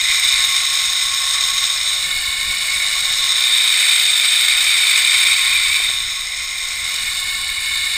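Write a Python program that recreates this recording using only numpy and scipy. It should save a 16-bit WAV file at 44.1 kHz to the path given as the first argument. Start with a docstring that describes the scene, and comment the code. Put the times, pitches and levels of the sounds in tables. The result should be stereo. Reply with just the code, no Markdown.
"""Zip line trolley ride

Sheaves chatter over the wire strands of a steel cable; clicks, hiss and sharp ticks ring the metal frame.
The frame's colour changes as the rider swings round. Swept sines make the faint strand whine that follows the
speed, over a hum of shaped noise. Decaying sines make the gear's knocks, noise puffs the shifting webbing,
and low shaped noise the air rumbling at the microphone."""
import sys
import numpy as np
from scipy import signal
from scipy.fft import rfft, irfft, next_fast_len
from scipy.io import wavfile
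from scipy.ndimage import uniform_filter1d, minimum_filter1d

SR = 44100
rng = np.random.default_rng(int(sys.argv[2]) if len(sys.argv) > 2 else 0)


def wav_record(signal):
    """Record a signal, one row per channel, as 16-bit PCM in the file named by sys.argv[1]."""
    frames = np.transpose(np.atleast_2d(signal))
    bounded = np.clip(frames, -1, 1)
    # unit amplitude maps onto the largest positive 16-bit level
    quanta = np.round(bounded * 32767).astype(np.int16)
    wavfile.write(sys.argv[1], SR, quanta)


N = 351459
TAPS = 4096
TIME = np.arange(N) / SR
BINS_HZ = np.fft.rfftfreq(TAPS, 1 / SR)

# Trolley frame modes. Each row: frequency in Hz, half-width at half amplitude in Hz, then relative level in dB
# seen edge-on, from the right side, from the left side.
FRAME_MODES = [ (770, 114, -27, -26, -27), (1094, 28, -6, -3, -2), (1254, 30, -17.5, -24, -17.5),
               (1454, 134, -16, -15.5, -14), (1784, 70, -13, -6.5, -9.5), (2095, 107, -1, -55, -4.5),
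               (2201, 54, -57, 5.5, -6), (2340, 168, -4, -7, 0), (2720, 74, -57, -14.5, -55),
               (2940, 69, -12.5, -5.5, -9), (3162, 86, -11.5, -57, -8), (3647, 122, 2, -0.5, 3),
               (3843, 176, -0.5, -2, -2.5), (4397, 107, -14, -7, -8.5), (4680, 140, -15, -10.5, -9.5),
               (5272, 293, -8, -13.5, -12), (5530, 89, -13.5, -37, -16), (6550, 202, -9.5, -17.5, -14),
               (6890, 217, -12.5, -15, -15), (7520, 174, -16, -11.5, -12), (8150, 117, -6.5, -6.5, -5),
               (8376, 81, -5.5, -7.5, -2.5), (8650, 150, -16.5, -35, -23), (9090, 95, -21, -15.5, -14.5),
               (9750, 178, -17, -15, -12), (9840, 53, -28, -9.5, -24), (10570, 77, -24.5, -25, -27),
               (14900, 200, -50, -51, -66), (14130, 78, -15, -12, -12), (14660, 130, -20.5, -19, -16.5)]
# Side of the trolley facing the rider. Each row: time in seconds, side (-1 right, 0 edge-on, 1 left; clipped).
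FACING_SIDE = [(0, 0.057), (.4, -0.36), (.6, 0.088), (1.85, 0.11), (2.15, -0.98), (2.85, -0.65),
               (3.25, -0.27), (3.5, 1), (5.8, 1), (6.05, 0.25), (6.9, -0.39), (7.2, -0.87), (7.97, -1.5)]
# How hard the sheaves bear on the cable. Each row: time in seconds, relative whir level in dB.
WHIR_LEVEL = [(0.0, -16.5), (0.25, -15), (1.2, -17.0), (1.4, -16), (2.25, -19.5), (2.6, -19), (2.85, -17),
              (3.55, -16), (3.9, -13.5), (4.15, -15.5), (4.35, -14.5), (5.2, -14), (5.75, -17.1),
              (6.2, -23), (6.5, -22.5), (7.05, -19.5), (7.55, -21.5), (7.96, -19)]
# Trolley speed. Each row: time in seconds, strand passing rate in Hz.
STRAND_RATE = [(0, 522), (.35, 538), (1.3, 541), (1.97, 577), (2.3, 530), (2.8, 585), (3.15, 562),
               (3.55, 512), (3.93, 570), (4.42, 526), (4.72, 543), (5.08, 526), (5.35, 541), (6.12, 499),
               (6.55, 510), (7.2, 486), (7.5, 458), (7.97, 420)]
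# Sharpest ticks of a sheave on a proud wire. Each row: time in seconds, relative level in dB.
HARD_TICKS = [(1.2411, -4), (3.3199, 0), (3.4376, 0), (3.7194, 1), (3.9639, -1), (4.6069, -1), (4.9651, 0)]
# Clicks against smooth rolling. Each row: frequency in Hz, click-to-hiss ratio in dB.
CLICK_TO_HISS = [(1000, -9.5), (2500, -8), (3700, -1), (4700, -9), (6200, 11), (7500, 1), (8400, -6.5),
                 (15000, 12.5)]
# Frame's low mode. Each row: time in seconds, relative level in dB.
LOW_MODE_LEVEL = [(0.0, -39.5), (0.5, -34.5), (0.95, -38), (1.2, -32), (1.75, -35), (2.0, -41.5),
                  (3.3, -36), (4.05, -47), (5.45, -36.5), (6.45, -43), (7.35, -39.5), (7.96, -42.5)]
# Frame modes swelling as the load shifts. Each row: time in seconds, middle modes against the whir table in
# relative dB, main modes likewise.
MODE_SWELLS = [(0, -5.2, -4), (0.4, -7, -2), (0.62, -10.5, -4.5), (1.3, -12.5, -4.5), (1.95, -10, -3),
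               (2.15, -6, -4.5), (2.8, -4.6, -5.5), (3.15, -11, -3.6), (3.55, -6.7, 1), (3.82, -6.4, -3.5),
               (4.15, -7.5, -1), (4.7, -5, -3.5), (5.78, -2.5, -3), (5.97, -8, -0.7), (6.4, -5.5, -7.5),
               (7.25, -7, -5.5), (7.65, -3, -4), (7.96, -5, -3)]
# How strongly the cable sounds. Each row: time in seconds, mean strand whine level in dB.
WHINE_LEVEL = [(0, -63), (1.2, -59), (1.95, -54), (2.3, -59.5), (2.85, -54.5), (3.7, -53), (4.7, -59),
               (5.3, -56.5), (5.9, -68), (6.9, -58), (7.97, -73)]
# Low hum of the cable. Each row: frequency in Hz, relative density in dB per Hz.
HUM_SPECTRUM = [(200, 9), (330, -22), (480, -10), (620, 13.5), (800, 15), (1000, -12), (1500, -44),
                (4000, -80)]
# Air at the microphone. Each row: frequency in Hz, relative density in dB per Hz.
AIR_SPECTRUM = [(8.8, -45), (15, 7), (45, 0), (73, 0.5), (95, -4.5), (128, -13.5), (216, -14.5), (265, -24),
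                (329, -25.5), (480, -22), (620, -65), (1060, -120)]
# Stronger buffets of air. Each row: centre in seconds, length between 1/e points in seconds, relative level in dB.
AIR_GUSTS = [(2.17, .1, -40), (2.48, 0.15, -40), (3.08, 0.11, -44), (4.52, .14, -50), (5.65, 0.58, -45),
             (6.05, 0.13, -41.5), (7.42, .14, -43), (7.72, .16, -48)]
# Dull knocks of the gear. Each row: start in seconds, relative level in dB.
GEAR_KNOCKS = [(1.419, -44), (5.801, -35.5), (5.899, -36)]
# Gear modes. Each row: frequency in Hz, relative level in dB, 60 dB decay time in seconds.
GEAR_MODES = [(229, -20, 0.035), (430, -6, 0.046), (556, -7, .03), (686, 0, 0.055), (755, -3, .05)]
# Webbing shifting under load. Each row: centre in seconds, length between 1/e points in seconds, level in dB.
WEBBING_PUFFS = [(2.076, .07, -49), (2.17, 0.048, -56), (2.923, 0.21, -59), (3.92, 0.091, -60),
                 (6.94, 0.078, -52)]
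# Webbing noise. Each row: frequency in Hz, relative density in dB per Hz.
WEBBING_SPECTRUM = [(60, -15), (150, 3.5), (280, -3), (420, -5), (700, -8), (1500, -30), (5000, -70)]


def gain_of(db):
    """Decibels to amplitude."""
    return 10 ** (np.asarray(db) / 20)


def evened(x):
    """Scales to an rms of 1."""
    return x / np.sqrt(np.mean(x ** 2) + 1e-20)


def curve(rows, axis=1):
    """One column of a time table, interpolated at every sample."""
    rows = np.asarray(rows, float)
    return np.interp(TIME, rows[:, 0], rows[:, axis])


def spectrum(points, hz):
    """Amplitude of a (Hz, dB) table, interpolated on a log-frequency axis."""
    f, db = np.transpose(points)
    return gain_of(np.interp(np.log(hz + 1), np.log(f + 1), db))


def noise(shape):
    """Noise of about rms 1 whose amplitude spectrum follows shape(Hz)."""
    size = next_fast_len(N)
    white = rfft(rng.standard_normal(size))
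    shaped = irfft(white * shape(np.fft.rfftfreq(size, 1 / SR)), size)
    return evened(shaped[:N])


def flutter(top_hz):
    """Random motion of rms 1, mostly from about 2 Hz to top_hz."""
    return noise(lambda hz: hz / (hz + 2) / (1 + (hz / top_hz) ** 2))


def ring(x, gain):
    """Minimum-phase body with this gain at BINS_HZ: sharp attack, then ringing."""
    two_sided = np.r_[gain, gain[-2:0:-1]]
    log_gain = np.log(np.maximum(two_sided, 1e-6))
    response = np.fft.ifft(np.exp(np.conj(signal.hilbert(log_gain)))).real
    return signal.oaconvolve(x, response)[:N]


def blows(rows):
    """One impulse for each (s, dB) row."""
    s, db = np.transpose(rows)
    return np.bincount(np.round(s * SR).astype(int), gain_of(db), N)[:N]


def puffs(rows):
    """A Gaussian rise and fall of amplitude for each (centre s, length s, dB) row."""
    return sum(gain_of(db) * np.exp(-(2 * (TIME - s) / length) ** 2) for s, length, db in rows)


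def load_db():
    """Load on the sheaves, taken as the whir level above its mean."""
    whir_db = curve(WHIR_LEVEL)
    return whir_db - whir_db.mean()


def facing():
    """Side of the trolley the rider sees, -1 right to 1 left."""
    return np.clip(curve(FACING_SIDE), -1, 1)


def force(chatter_hz=110, chatter_db=0.68, chatter_db_per_load_db=.15, rock_hz=14, rock_db=0.42,
          repeat=0.54, strands_per_turn=44):
    """The contact force chatters, more under load and partly alike in each turn of the sheave."""
    turns = np.cumsum(curve(STRAND_RATE)) / SR / strands_per_turn
    mean_turn_s = TIME[-1] / turns[-1]
    groove = np.interp(turns % 1 * mean_turn_s, TIME, flutter(chatter_hz))
    repeating = repeat * evened(groove - groove.mean())
    bumps = repeating + np.sqrt(1 - repeat ** 2) * flutter(chatter_hz)
    depth_db = chatter_db + chatter_db_per_load_db * load_db()
    return gain_of(depth_db * bumps + rock_db * flutter(rock_hz))


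def click_share():
    """Amplitude share of clicks at each frequency; smooth hiss supplies the remaining power."""
    ratio = spectrum(CLICK_TO_HISS, BINS_HZ)
    return ratio / np.hypot(1, ratio)


def contacts(spread_db=3.0, jitter_strands=.25, jitter_hz=300, strays_per_s=350):
    """Jittered strand crossings click, single wires add stray clicks, and smooth rolling hisses."""
    travel_strands = np.cumsum(curve(STRAND_RATE)) / SR
    strands = np.floor(travel_strands + jitter_strands * flutter(jitter_hz))
    crossing = np.diff(strands, prepend=0) > 0
    hit = crossing | (rng.random(N) < strays_per_s / SR)
    hardness = np.minimum(rng.exponential(1, N), 2.5)
    clicks = evened(hit * gain_of(spread_db * hardness) * rng.choice([-1, 1], N))
    share = click_share()
    hiss = ring(rng.standard_normal(N), np.sqrt(1 - share ** 2))
    return ring(clicks, share) + hiss


def frame(drive):
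    """The frame's modes ring; each side radiates them in its own proportions."""
    modes = np.array(FRAME_MODES, float)
    side_seen = facing()
    offset = (BINS_HZ[:, None] - modes[:, 0]) / modes[:, 1]
    bells = 1 / (1 + offset ** 2) ** 2  # power
    shares = 1 - abs(side_seen), np.maximum(-side_seen, 0), np.maximum(side_seen, 0)
    sides = [evened(np.sqrt(bells @ gain_of(db) ** 2)) for db in modes[:, 2:].T]
    return sum(share * ring(drive, side) for share, side in zip(shares, sides))


def swell(x, edges_hz, level_db):
    """Makes the modes in one band grow and fade to their own slow rms level."""
    band = signal.butter(2, edges_hz, "bandpass", fs=SR, output="sos")
    part = signal.sosfiltfilt(band, x)
    slow_rms = np.sqrt(abs(uniform_filter1d(part ** 2, SR // 3)) + 1e-12)
    return x + part * (gain_of(level_db) / slow_rms - 1)


def ticks(tick_db=9, stray_db=22, spread_db=4, strays_per_s=30, band_hz=(4200, 7600)):
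    """Proud wires strike the sheaves with a thin, bright snap: a few hard ones, lighter ones at random."""
    stray_hits = rng.random(N) < strays_per_s / SR
    strays = stray_hits * gain_of(spread_db * (2 * rng.random(N) - 1))
    strikes = gain_of(tick_db) * blows(HARD_TICKS) + strays * gain_of(curve(WHIR_LEVEL) + stray_db)
    return signal.sosfilt(signal.butter(2, band_hz, "bandpass", fs=SR, output="sos"), strikes)


def trolley(whir_db=0.37, low_db=-2.14, middle_db=-0.7, main_db=-0.65, buzz_db=1.0, buzz_hz=110,
            low_hz=(1035, 1155), middle_hz=(1900, 2550), main_hz=(3400, 4050)):
    """Rolling contacts and ticks excite the same frame; the whir's main modes buzz with a random flutter."""
    level_db = curve(WHIR_LEVEL)
    whir = evened(frame(force() * contacts())) * gain_of(level_db + whir_db)
    whir = swell(whir, low_hz, curve(LOW_MODE_LEVEL) + low_db)
    whir = swell(whir, middle_hz, level_db + curve(MODE_SWELLS, axis=1) + middle_db)
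    buzz = buzz_db * flutter(buzz_hz)
    whir = swell(whir, main_hz, level_db + curve(MODE_SWELLS, axis=2) + main_db + buzz)
    return whir + frame(ticks())


def cable(wobble=0.0087, wobble_hz=25.5, waver_db=1.5, octave_db=-3, sing_db=-7.5, mode_hz=1088,
          mode_width_hz=48, hum_db=-52, follow_load=.35, follow_whine=0.18):
    """Passing strands whine over a soft hum; the octave sings out on crossing the frame's low mode."""
    strand_hz, whine_db = curve(STRAND_RATE), curve(WHINE_LEVEL)
    phase = 2 * np.pi * np.cumsum(strand_hz * (1 + wobble * flutter(wobble_hz))) / SR
    whine = gain_of(whine_db + waver_db * flutter(6.4))
    in_tune = 1 / (1 + ((2 * strand_hz - mode_hz) / mode_width_hz) ** 2)
    singing = in_tune * gain_of(curve(LOW_MODE_LEVEL) + sing_db + waver_db * flutter(20))
    octave = gain_of(octave_db) * whine + singing
    tones = np.sqrt(2) * (whine * np.sin(phase) + octave * np.sin(2 * phase))  # rms levels to peaks
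    hum = gain_of(hum_db + follow_load * load_db() + follow_whine * (whine_db - whine_db.mean()))
    return tones + hum * noise(lambda hz: spectrum(HUM_SPECTRUM, hz))


def air(level_db=-47.0, shelter_db=3.5, lump_db=1.9, lump_hz=11, lull_s=4.0, lull_length_s=.7, lull_db=-4.5):
    """Passing air rumbles lumpily, weaker as the rider swings to the trolley's left, with gusts and one lull."""
    level = np.hypot(gain_of(level_db - shelter_db * facing()), puffs(AIR_GUSTS))
    lull = lull_db * np.exp(-(2 * (TIME - lull_s) / lull_length_s) ** 2)
    rumble = noise(lambda hz: spectrum(AIR_SPECTRUM, hz))
    return rumble * level * gain_of(lull + lump_db * flutter(lump_hz))


def gear():
    """Harness gear knocks: each blow starts a few short, decaying modes."""
    t = TIME[:TAPS]
    knock = sum(gain_of(db - 60 * t / t60_s) * np.sin(2 * np.pi * hz * t) for hz, db, t60_s in GEAR_MODES)
    return signal.oaconvolve(blows(GEAR_KNOCKS), knock)[:N]


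def webbing():
    """Harness straps shift under load in soft, low puffs of noise."""
    return puffs(WEBBING_PUFFS) * noise(lambda hz: spectrum(WEBBING_SPECTRUM, hz))


def scene():
    """Everything reaches one microphone, the same in both channels."""
    mono = trolley() + cable() + air() + gear() + webbing()
    return np.tile(mono, (2, 1))


def record(dry, ceiling=.95, window_samples=129, edge_hz=15400):
    """A quick look-ahead peak limiter, then a linear-phase low-pass."""
    needed_gain = 1 / np.maximum(abs(dry).max(0) / ceiling, 1)
    held_gain = minimum_filter1d(needed_gain, size=window_samples)
    limited = dry * uniform_filter1d(held_gain, size=window_samples)
    low_pass = signal.firwin(511, edge_hz, window=("kaiser", 9), fs=SR)
    return signal.oaconvolve(limited, low_pass[None], "same", axes=1)


dry = scene()
out = record(dry)
wav_record(out)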